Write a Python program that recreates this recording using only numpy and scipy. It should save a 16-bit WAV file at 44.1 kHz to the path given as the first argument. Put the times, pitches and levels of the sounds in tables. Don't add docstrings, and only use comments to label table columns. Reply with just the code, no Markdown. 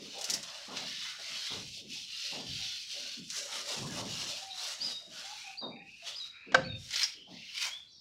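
import sys
import numpy as np
from scipy import signal
from scipy.fft import rfft, irfft, next_fast_len
from scipy.io import wavfile
from scipy.ndimage import uniform_filter1d, map_coordinates

SR = 44100
rng = np.random.default_rng(int(sys.argv[2]) if len(sys.argv) > 2 else 0)


def wav_record(signal):
    frames = np.transpose(np.atleast_2d(signal))
    bounded = np.clip(frames, -1, 1)
    quanta = np.round(bounded * 32767).astype(np.int16)
    wavfile.write(sys.argv[1], SR, quanta)


N = 353152

# freq_hz, density_db
AIR_SPECTRUM = [(20, -28), (45, 1.5), (70, 0), (150, 2.5), (400, -9), (1500, -20), (4000, -20),
                (8000, -31.5), (15000, -39)]
MASONRY_SPECTRUM = [(50, -13), (80, 13), (100, -7.5), (130, 7.5), (190, 4), (260, 4), (330, -3.5), (430, 0),
                    (530, 0.5), (640, -1.5), (790, -1), (1200, -1)]
GRAIN_SPECTRUM = [(80, -76.5), (350, -41), (1200, -17), (1800, -6.5), (3000, -0.5), (4300, 2.5), (5400, 5),
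                  (7000, -1.5), (10000, -17.5), (15500, -32.5)]
MORTAR_SPECTRUM = [(180, -79), (300, -67), (535, -30), (631, -35), (892, -21.5), (1460, -15.5), (1590, -13),
                   (2100, -5), (2930, -4.5), (3280, -4.5), (5300, -4), (6680, -17), (15500, -33.5)]
PASTE_SPECTRUM = [(900, -54.5), (1900, -16), (2400, -3), (2850, 2), (3300, 1.5), (4200, 3.5), (5200, -0.5),
                  (6200, -5.5), (7200, -24), (9000, -28.5), (15000, -32)]
PLATE_SPECTRUM = [(200, -45.5), (400, -36.5), (560, 4), (720, 2), (1000, -2), (1200, 0), (1400, -1),
                  (1800, 0.5), (2100, 1.5), (2800, -15), (4500, -6.5), (9000, -51)]
EDGE_SPECTRUM = [(1500, -7.5), (3500, -21.5), (5500, 10.5), (7500, 1.5), (9000, -4), (11000, -9.5),
                 (15500, -22)]
# freq_hz, t60_s
WALL_DECAY = [(150, 1), (1000, 0.28), (4000, 0.48), (12000, 0.28)]
# start_s, level_db, swell_s (at 200 Hz), low_hz, high_hz
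WALL_THUDS = [(-.03, -51, 0.063, 221, 485), (.125, -52, 0.092, 450, 750), (.285, -49.5, 0.051, 190, 380),
              (.664, -47, 0.1, 163, 1240), (1.295, -59, 0.024, 166, 260), (1.497, -46.5, 0.071, 85, 1200),
              (1.805, -53, 0.066, 172, 400), (2.308, -45.5, 0.09, 169, 950), (2.45, -49.5, 0.051, 60, 170),
              (2.98, -65, .06, 207, 400), (3.158, -51, 0.048, 176, 330), (3.383, -65, 0.027, 251.5, 400),
              (3.52, -59.5, 0.058, 271, 420), (3.68, -47, 0.08, 316, 1250), (3.756, -42, 0.1, 99, 477),
              (3.955, -42, 0.082, 122, 1160), (4.2, -55.5, 0.059, 294, 440), (4.79, -55.5, 0.053, 179, 298),
              (4.875, -52, 0.032, 490, 875), (5.06, -58.5, 0.047, 187, 313), (5.606, -44, 0.076, 192, 1060),
              (5.89, -73, 0.023, 199, 320), (6.455, -46, 0.1, 208, 403), (6.547, -35.5, 0.039, 140, 910),
              (6.632, -41.5, 0.051, 72.3, 190.3), (7.139, -63, 0.065, 270, 380),
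              (7.262, -60.5, 0.082, 570, 800), (7.28, -52.5, 0.05, 178, 298)]
# start_s, arch_s, top_hz, arch_db, low_s, low_hz, low_db
BIRD_CHIRPS = [(4.797, 0.096, 5000, -38.5, 0.095, 3770, -47.5),
               (5.571, 0.038, 4770, -43.5, 0.06, 3686, -46.5), (6.15, 0.045, 5000, -45, 0.065, 3787, -44.5),
               (6.632, 0.047, 4530, -49.5, 0.095, 3646, -49.5)]
CHIRP_ARCH = [(0, .85), (.18, .92), (.33, .975), (.6, 1), (1, 0.93)]
# start_s, length_s, start_hz, middle_hz, end_hz, level_db
FAR_BIRD_CALLS = [(4.405, 0.22, 784, 762, 744, -54.5), (5.236, 0.109, 773, 814, 848, -53),
                  (5.44, 0.077, 832, 772, 777, -54.5), (5.737, 0.066, 790, 773, 822, -57.5),
                  (6.02, 0.061, 686, 687, 720, -59.5), (7.704, 0.085, 3200, 3410, 3530, -46)]
# start_s, length_s, pitch_hz, level_db
PILLAR_SCUFFS = [(0.436, 0.12, 616, -70.5), (1.183, 0.038, 617, -57.5), (1.249, 0.17, 650, -63.5),
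                 (1.729, 0.092, 543, -68), (1.95, 0.048, 837, -67.5), (2.226, 0.1, 553, -67.5),
                 (2.588, 0.081, 759, -62), (2.916, 0.18, 566, -61), (3.347, 0.14, 566, -57),
                 (3.533, 0.2, 556, -59.5), (3.821, 0.04, 1007, -48.5), (4.598, 0.097, 620, -60),
                 (4.964, 0.21, 646, -65.5), (5.15, .16, 1454, -62), (6.044, 0.1, 584, -67),
                 (0.13, .13, 780, -56.5), (2.929, .26, 1535, -64.5), (3.301, .1, 1540, -56.5),
                 (5.08, 0.19, 620, -67)]
# start_s, length_s, start_hz, level_db
RISING_SWISHES = [(1.457, 0.092, 3440, -44.5), (4.502, 0.13, 3850, -42.5), (5.37, 0.21, 2357, -51),
                  (5.698, 0.46, 2320, -54), (6.051, 0.12, 3340, -47), (6.301, 0.33, 2323, -54.5),
                  (6.627, 0.16, 2420, -53), (7.12, 0.2, 2895, -55.5), (7.367, 0.37, 2673, -50.5),
                  (7.32, 0.26, 2004, -61.5), (5.76, 0.13, 1840, -65)]
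# centre_hz, width_hz, gain_db
BLADE_RESONANCES = [(553, 82, 0), (902, 25, -5), (1420, 54, -4), (1575, 23, -15), (2946, 40, -9),
                    (3570, 50, -13.5), (4630, 60, -11.5), (5190, 45, -9), (6980, 180, -12)]
# start_s, ring_db, cutoff_hz, crack_db
KNOCK_CONTACTS = [(6.5422, -10, 910, -47), (6.5436, -1, 950, -36), (6.5452, -3, 6270, -16),
                  (6.5497, -6.5, 3010, -23)]
# freq_hz, level_db, t60_s
KNOCK_MODES = [(524, -23, 0.18), (757, -13, 0.025), (916, -15, 0.035), (1130, -8, 0.018),
               (1330, -12, 0.035), (1550, -2, 0.024), (1905, -19, 0.04), (2272, -25, 0.07),
               (2824, -24, 0.04), (3450, -26, 0.03), (4676, -26, 0.04)]
CLINK_MODES = [(4930, 5, 0.034), (5530, 1.5, 0.064), (5350, -23, 0.019), (6100, -25, .04),
               (7400, -22, 0.026)]
# start_s, level_db
EDGE_CLINKS = [(0.2991, -51), (0.338, -30), (6.959, -31), (7.03, -25.5), (7.039, -25)]
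# start_s, level_db, tilt_db_per_octave
COARSE_GRAINS = [(.185, -35.5, 4), (.2117, -30, 7), (0.2414, -25, 5), (0.2981, -20.5, 5.5),
                 (0.3048, -26.5, 10), (0.3364, -22.5, 5), (.342, -30, 12), (0.429, -32.5, 5),
                 (0.77, -27.5, -4.5), (3.3015, -28.5, 1.5), (6.52, -33.5, -12.5), (6.907, -31, -3),
                 (6.9288, -30, -3), (6.9576, -23, -3.5), (7.031, -20.5, -2.5), (7.04, -28.5, -4),
                 (7.623, -31, -3)]
# start_s, length_s, crest_share, level_db
MORTAR_SCOOPS = [(6.926, 0.03, 0.59, -40), (6.973, 0.056, 0.72, -32), (7.548, 0.053, 0.49, -41),
                 (7.616, 0.048, 0.29, -34)]
# start_s, length_s, crest_share, hiss_db, grind_db, bite_db, low_hz
TROWEL_STROKES = [(-.03, 0.275, 0.76, -51.5, -60.5, -63.5, 500), (0.211, 0.18, 0.7, -48.5, -46, -52.5, 455),
                  (0.431, 0.36, 0.042, -51.5, -52, -61.5, 616), (0.743, 0.14, 0.27, -46, -47.5, -60, 450),
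                  (0.868, 0.15, 0.092, -44, -47.5, -59.5, 1210), (1.004, 0.16, 0.34, -46.5, -45, -59, 1190),
                  (1.199, 0.41, 0.61, -45, -46.5, -56, 1140), (1.624, 0.19, 0.85, -50, -75, -61, 2020),
                  (1.9, 0.16, 0.22, -46.5, -69, -58.5, 1400), (2.103, 0.32, 0.57, -44.5, -53, -57.5, 1350),
                  (2.467, 0.38, 0.43, -43.5, -52.5, -57.5, 1490),
                  (2.882, 0.3, 0.17, -45.5, -58, -58.5, 1240), (3.233, 0.11, 0.18, -56.5, -76, -64.5, 2480),
                  (3.315, 0.15, 0.36, -47, -49.5, -49, 1240), (3.492, 0.14, 0.49, -45.5, -44, -51, 690),
                  (3.663, 0.093, 0.65, -42.5, -45.5, -47.5, 450),
                  (3.77, 0.081, 0.2, -47.5, -50.5, -54, 450), (3.877, 0.14, 1, -48.5, -49.5, -51.5, 450),
                  (4.056, 0.38, 0.53, -45, -50.5, -53, 493), (4.47, 0.077, 0.38, -54.5, -68, -65, 745),
                  (4.57, 0.17, 0.77, -45.5, -46, -49.5, 730), (4.788, 0.15, 0.79, -47, -52.5, -56, 500),
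                  (4.97, 0.14, 0.1, -67.5, -62.5, -69, 1200), (5.125, 0.39, 0.17, -50.5, -53, -59.5, 1000),
                  (5.865, 0.24, 0.64, -64.5, -75, -74, 1411), (6.022, 0.26, 0.96, -56.5, -59, -68.5, 1130),
                  (6.064, 0.049, 0.13, -46, -51.5, -56, 611), (6.326, 0.31, 0.77, -83.5, -53.5, -97, 1360),
                  (6.795, 0.12, 0.81, -56.5, -62, -61, 1507), (7.314, 0.34, 1, -53, -58, -74, 2020),
                  (7.617, 0.074, 1, -56.5, -42.5, -55, 690)]


def amp(db):
    return 10 ** (np.asarray(db) / 20)


def unit(x):
    return x / np.sqrt(np.mean(x ** 2) + 1e-20)


def along(points, hz):
    freqs_hz, values = np.transpose(points)
    return np.interp(np.log(hz + 1), np.log(freqs_hz + 1), values)


def clock(length_s):
    return np.arange(int(length_s * SR)) / SR


def add(track, start_s, sound):
    start = round(start_s * SR)
    part = sound[max(-start, 0):max(len(track) - start, 0)]
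    track[max(start, 0):][:len(part)] += part


def wobble(rate_hz, size=N):
    knots = rng.standard_normal(int(size * rate_hz / SR) + 4)
    return map_coordinates(knots, [np.arange(size) * rate_hz / SR])


def filtered(x, response):
    size = next_fast_len(len(x) + 8192)
    return irfft(rfft(x, size) * response(np.fft.rfftfreq(size, 1 / SR)), size)[:len(x)]


def moving_highpass(x, low_hz):
    hz, t, bands = signal.stft(x, SR, nperseg=512)
    cutoff_hz = np.interp(t, np.arange(N) / SR, low_hz)
    loss = np.sqrt(1 + (cutoff_hz / (hz[:, None] + 1)) ** 10)
    return signal.istft(bands / loss, SR, nperseg=512)[1][:N]


def ragged(pitch_hz, width_hz):
    size, phase = len(pitch_hz), 2 * np.pi * np.cumsum(pitch_hz) / SR
    band = wobble(width_hz, size) * np.cos(phase) + wobble(width_hz, size) * np.sin(phase)
    return band * amp(4 * wobble(70, size))


def air():
    gain = amp(-74.5 + 0.91 * wobble(22))
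    return gain * unit(filtered(rng.standard_normal(N), lambda hz: amp(along(AIR_SPECTRUM, hz))))


def room(x):
    hz, t, bands = signal.stft(rng.standard_normal(SR), SR, nperseg=256)
    decay = amp(-60 * t / along(WALL_DECAY, hz)[:, None])
    tail = signal.istft(bands * decay, SR, nperseg=256)[1]
    return signal.fftconvolve(x, np.pad(tail / np.linalg.norm(tail), (200, 0)))[:N]


def thuds():
    out = np.zeros(N)
    for start_s, level_db, swell_s, low_hz, high_hz in WALL_THUDS:
        hz, t, bands = signal.stft(rng.standard_normal(SR), SR, nperseg=1024)
        hz = hz[:, None] + 1
        age = t / (swell_s * (200 / hz) ** 0.41)
        swell = (age * np.exp(1 - age)) ** 1.38
        passband = 1 / np.sqrt((1 + (low_hz / hz) ** 10) * (1 + (hz / high_hz) ** 10))
        masonry = unit(passband * amp(along(MASONRY_SPECTRUM, hz)))
        add(out, start_s, amp(level_db) * signal.istft(bands * swell * masonry, SR, nperseg=1024)[1])
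    return out


def whistle(pitch_hz, waver_share, flutter_db):
    size = len(pitch_hz)
    wavering_hz = pitch_hz * (1 + waver_share * wobble(250, size))
    swell = signal.windows.tukey(size, .28) * amp(flutter_db * wobble(50.5, size))
    return unit(swell * np.sin(2 * np.pi * np.cumsum(wavering_hz) / SR))


def twitter(count, start_s=7.855, length_s=0.17, note_s=0.029):
    out, progress = np.zeros(N), clock(note_s) / note_s
    for k, (offset, slide) in enumerate(rng.uniform(-1.4, 1, (count, 2))):
        pitch_hz = 4820 * 2 ** (.24 * offset + .12 * slide * progress)
        note = whistle(pitch_hz, waver_share=0.015, flutter_db=3.5)
        add(out, start_s + length_s * k / count, amp(-62) * note)
    return out


def birds(slide_s=0.015, far_waver_hz=16):
    out = np.zeros(N)
    for start_s, arch_s, top_hz, arch_db, low_s, low_hz, low_db in BIRD_CHIRPS:
        arch = np.interp(clock(arch_s) / arch_s, *np.transpose(CHIRP_ARCH))
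        high_note = whistle(top_hz * arch, waver_share=.012, flutter_db=2)
        add(out, start_s, amp(arch_db + 40 * (arch - 1)) * high_note)
        slide = 1 + .1 * np.exp(-clock(low_s) / slide_s)
        low_note = whistle(low_hz * slide, waver_share=.006, flutter_db=3)
        add(out, start_s + arch_s, amp(low_db) * low_note)
    for start_s, length_s, start_hz, middle_hz, end_hz, level_db in FAR_BIRD_CALLS:
        pitch_hz = np.interp(clock(length_s) / length_s, [0, .5, 1], [start_hz, middle_hz, end_hz])
        note = whistle(pitch_hz, waver_share=far_waver_hz / middle_hz, flutter_db=2.5)
        add(out, start_s, amp(level_db - 2.5) * note)
    return out


def steel(force, spectrum):
    def response(hz):
        peaks = sum(amp(gain_db) * 1j * hz * width_hz / (centre_hz ** 2 - hz ** 2 + 1j * hz * width_hz)
                    for centre_hz, width_hz, gain_db in BLADE_RESONANCES)
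        return amp(along(spectrum, hz)) * (1 + peaks)
    return unit(filtered(force, response))


def sand(rate_hz, spread_db):
    slips = rng.random(N) < rate_hz / SR
    signs = rng.choice([-1, 1], N)
    sizes = amp(spread_db * np.minimum(rng.exponential(size=N), 4))
    return unit(slips * signs * sizes)


def crushed_sand(tilt_db_per_octave):
    return [(hz, level_db + tilt_db_per_octave * np.log2(hz)) for hz, level_db in GRAIN_SPECTRUM]


def patchy(x, depth_db):
    bands = signal.stft(x, nperseg=1024)[2]
    field = uniform_filter1d(rng.standard_normal(bands.shape), size=4, axis=0)
    field = uniform_filter1d(field, size=8, axis=1)
    return signal.istft(bands * amp(depth_db * unit(field)), nperseg=1024)[1][:N]


def faint_rustle():
    return amp(-80 + 3 * wobble(4.4)) * steel(sand(rate_hz=1700, spread_db=2), crushed_sand(3))


def scuffs():
    out = np.zeros(N)
    for start_s, length_s, centre_hz, level_db in PILLAR_SCUFFS:
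        pitch_hz, width_hz = np.full(int(length_s * SR), centre_hz), 0.2 * centre_hz
        note = ragged(pitch_hz, width_hz) + amp(-4) * ragged(pitch_hz, 4 * width_hz)
        add(out, start_s, amp(level_db) * unit(note * signal.windows.tukey(len(note), .4)))
    return out


def swishes(climb_octaves_per_s=0.71):
    out = np.zeros(N)
    for start_s, length_s, start_hz, level_db in RISING_SWISHES:
        t, width_hz = clock(length_s), .09 * start_hz
        pitch_hz = start_hz * 2 ** (climb_octaves_per_s * t)
        hiss = unit(ragged(pitch_hz, width_hz) + amp(-2.5) * ragged(pitch_hz, 3 * width_hz))
        add(out, start_s, amp(level_db) * hiss * np.sin(np.pi * t / length_s) ** .5)
    return out


def knock():
    out, t = np.zeros(N), clock(.2)
    rise = 1 - np.exp(-(t / 0.0011) ** 2)
    for start_s, ring_db, cutoff_hz, crack_db in KNOCK_CONTACTS:
        ring = np.zeros(len(t))
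        for hz, mode_db, t60_s in KNOCK_MODES:
            lowpass = 1 / np.sqrt(1 + (hz / cutoff_hz) ** 12)
            decay = amp(mode_db + rng.normal(0, 0.33) - 60 * t / t60_s)
            ring += lowpass * decay * np.sin(2 * np.pi * hz * t)
        crack = steel(rng.standard_normal(len(t)), crushed_sand(-9)) * amp(-60 * t / 0.026)
        scatter = steel(rng.standard_normal(len(t)), PLATE_SPECTRUM) * amp(-21 - 60 * t / 0.11)
        add(out, start_s, rise * amp(ring_db) * ring + np.sqrt(rise) * amp(crack_db) * (crack + scatter))
    return out


def stroke_gain(start_s, length_s, crest_share, arch_db=6, land_db_per_s=339, lift_db_per_s=171):
    t, end_s = np.arange(N) / SR, start_s + length_s
    crest_s = start_s + length_s * np.clip(crest_share, .02, .98)
    slack = np.interp(t, [start_s, crest_s, end_s], [1, 0, 1])
    land_db = land_db_per_s * np.maximum(start_s - t, 0)
    lift_db = lift_db_per_s * np.maximum(t - end_s, 0)
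    return amp(np.maximum(-arch_db * slack ** 2 - land_db - lift_db, -100))


def scoops():
    depth = sum(amp(level_db) * stroke_gain(*timing) for *timing, level_db in MORTAR_SCOOPS)
    crunch = steel(patchy(sand(rate_hz=3000, spread_db=-0.5), depth_db=3.5), MORTAR_SPECTRUM)
    return depth * amp(2.1 * wobble(120)) * crunch


def clinks(rough_rad=1.1):
    out, t = np.zeros(N), clock(.15)
    rise = 1 - np.exp(-t / 0.00093)
    for start_s, level_db in EDGE_CLINKS:
        for hz, mode_db, t60_s in CLINK_MODES:
            phase = 2 * np.pi * hz * t + rough_rad * wobble(660, len(t))
            add(out, start_s, rise * amp(level_db + mode_db - 60 * t / t60_s) * np.sin(phase))
    return out


def grit(bite_db, strays_per_s=16):
    out, t = np.zeros(N), clock(0.12)
    onsets = np.flatnonzero(rng.random(N) < strays_per_s / SR)
    strays = [(i / SR, bite_db[i] + 15 + rng.standard_normal(), -0.5) for i in onsets]
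    crack = amp(1.5 - 60 * t / 0.0072)
    crumble = amp(2 - 60 * t / 0.087)
    rise = 1 - np.exp(-t / 0.0005)
    for start_s, level_db, tilt_db_per_octave in COARSE_GRAINS + strays:
        noise = steel(rng.standard_normal(len(t)), crushed_sand(tilt_db_per_octave))
        add(out, start_s, amp(level_db - 8.5) * rise * (crack + crumble) * noise)
    return out


def pressure():
    power, weighted_hz = np.zeros((3, N)), np.zeros(N)
    for start_s, length_s, crest_share, *levels_db, low_hz in TROWEL_STROKES:
        stroke_power = np.outer(amp(levels_db), stroke_gain(start_s, length_s, crest_share)) ** 2
        power += stroke_power
        weighted_hz += stroke_power.sum(axis=0) * low_hz
    return *(10 * np.log10(power)), weighted_hz / power.sum(axis=0)


def scrape(hiss_db, grind_db, bite_db, low_hz):
    fine, coarse = sand(rate_hz=9000, spread_db=2.5), sand(rate_hz=2500, spread_db=1)
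    paste = amp(hiss_db + 4) * steel(patchy(fine, depth_db=2.2), PASTE_SPECTRUM)
    plate = amp(grind_db - 1.5) * steel(patchy(coarse, depth_db=3.5), PLATE_SPECTRUM)
    dry_sand = sand(rate_hz=7000, spread_db=4)
    edge = amp(bite_db + 7) * steel(patchy(dry_sand, depth_db=2.2), EDGE_SPECTRUM)
    judder = amp(0.8 * wobble(55))
    return judder * moving_highpass(paste + plate + edge, low_hz)


def scene():
    hiss_db, grind_db, bite_db, low_hz = pressure()
    blade = scrape(hiss_db, grind_db, bite_db, low_hz)
    blade = blade + grit(bite_db) + clinks() + scoops() + swishes() + faint_rustle()
    blow, hollow, calls, background = knock(), scuffs(), birds(), thuds() + air()
    near = blade + amp(-13) * room(blade)
    near += blow + amp(-12.5) * room(blow)
    near += amp(-3) * hollow + amp(-3.5) * room(hollow)
    far = amp(1.5) * calls + amp(-1.5) * room(calls + twitter(count=20)) + background
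    return (near + far)[None]


def record(dry):
    return np.array([filtered(channel, lambda hz: hz < 15800) for channel in dry])


dry = scene()
out = record(dry)
wav_record(out)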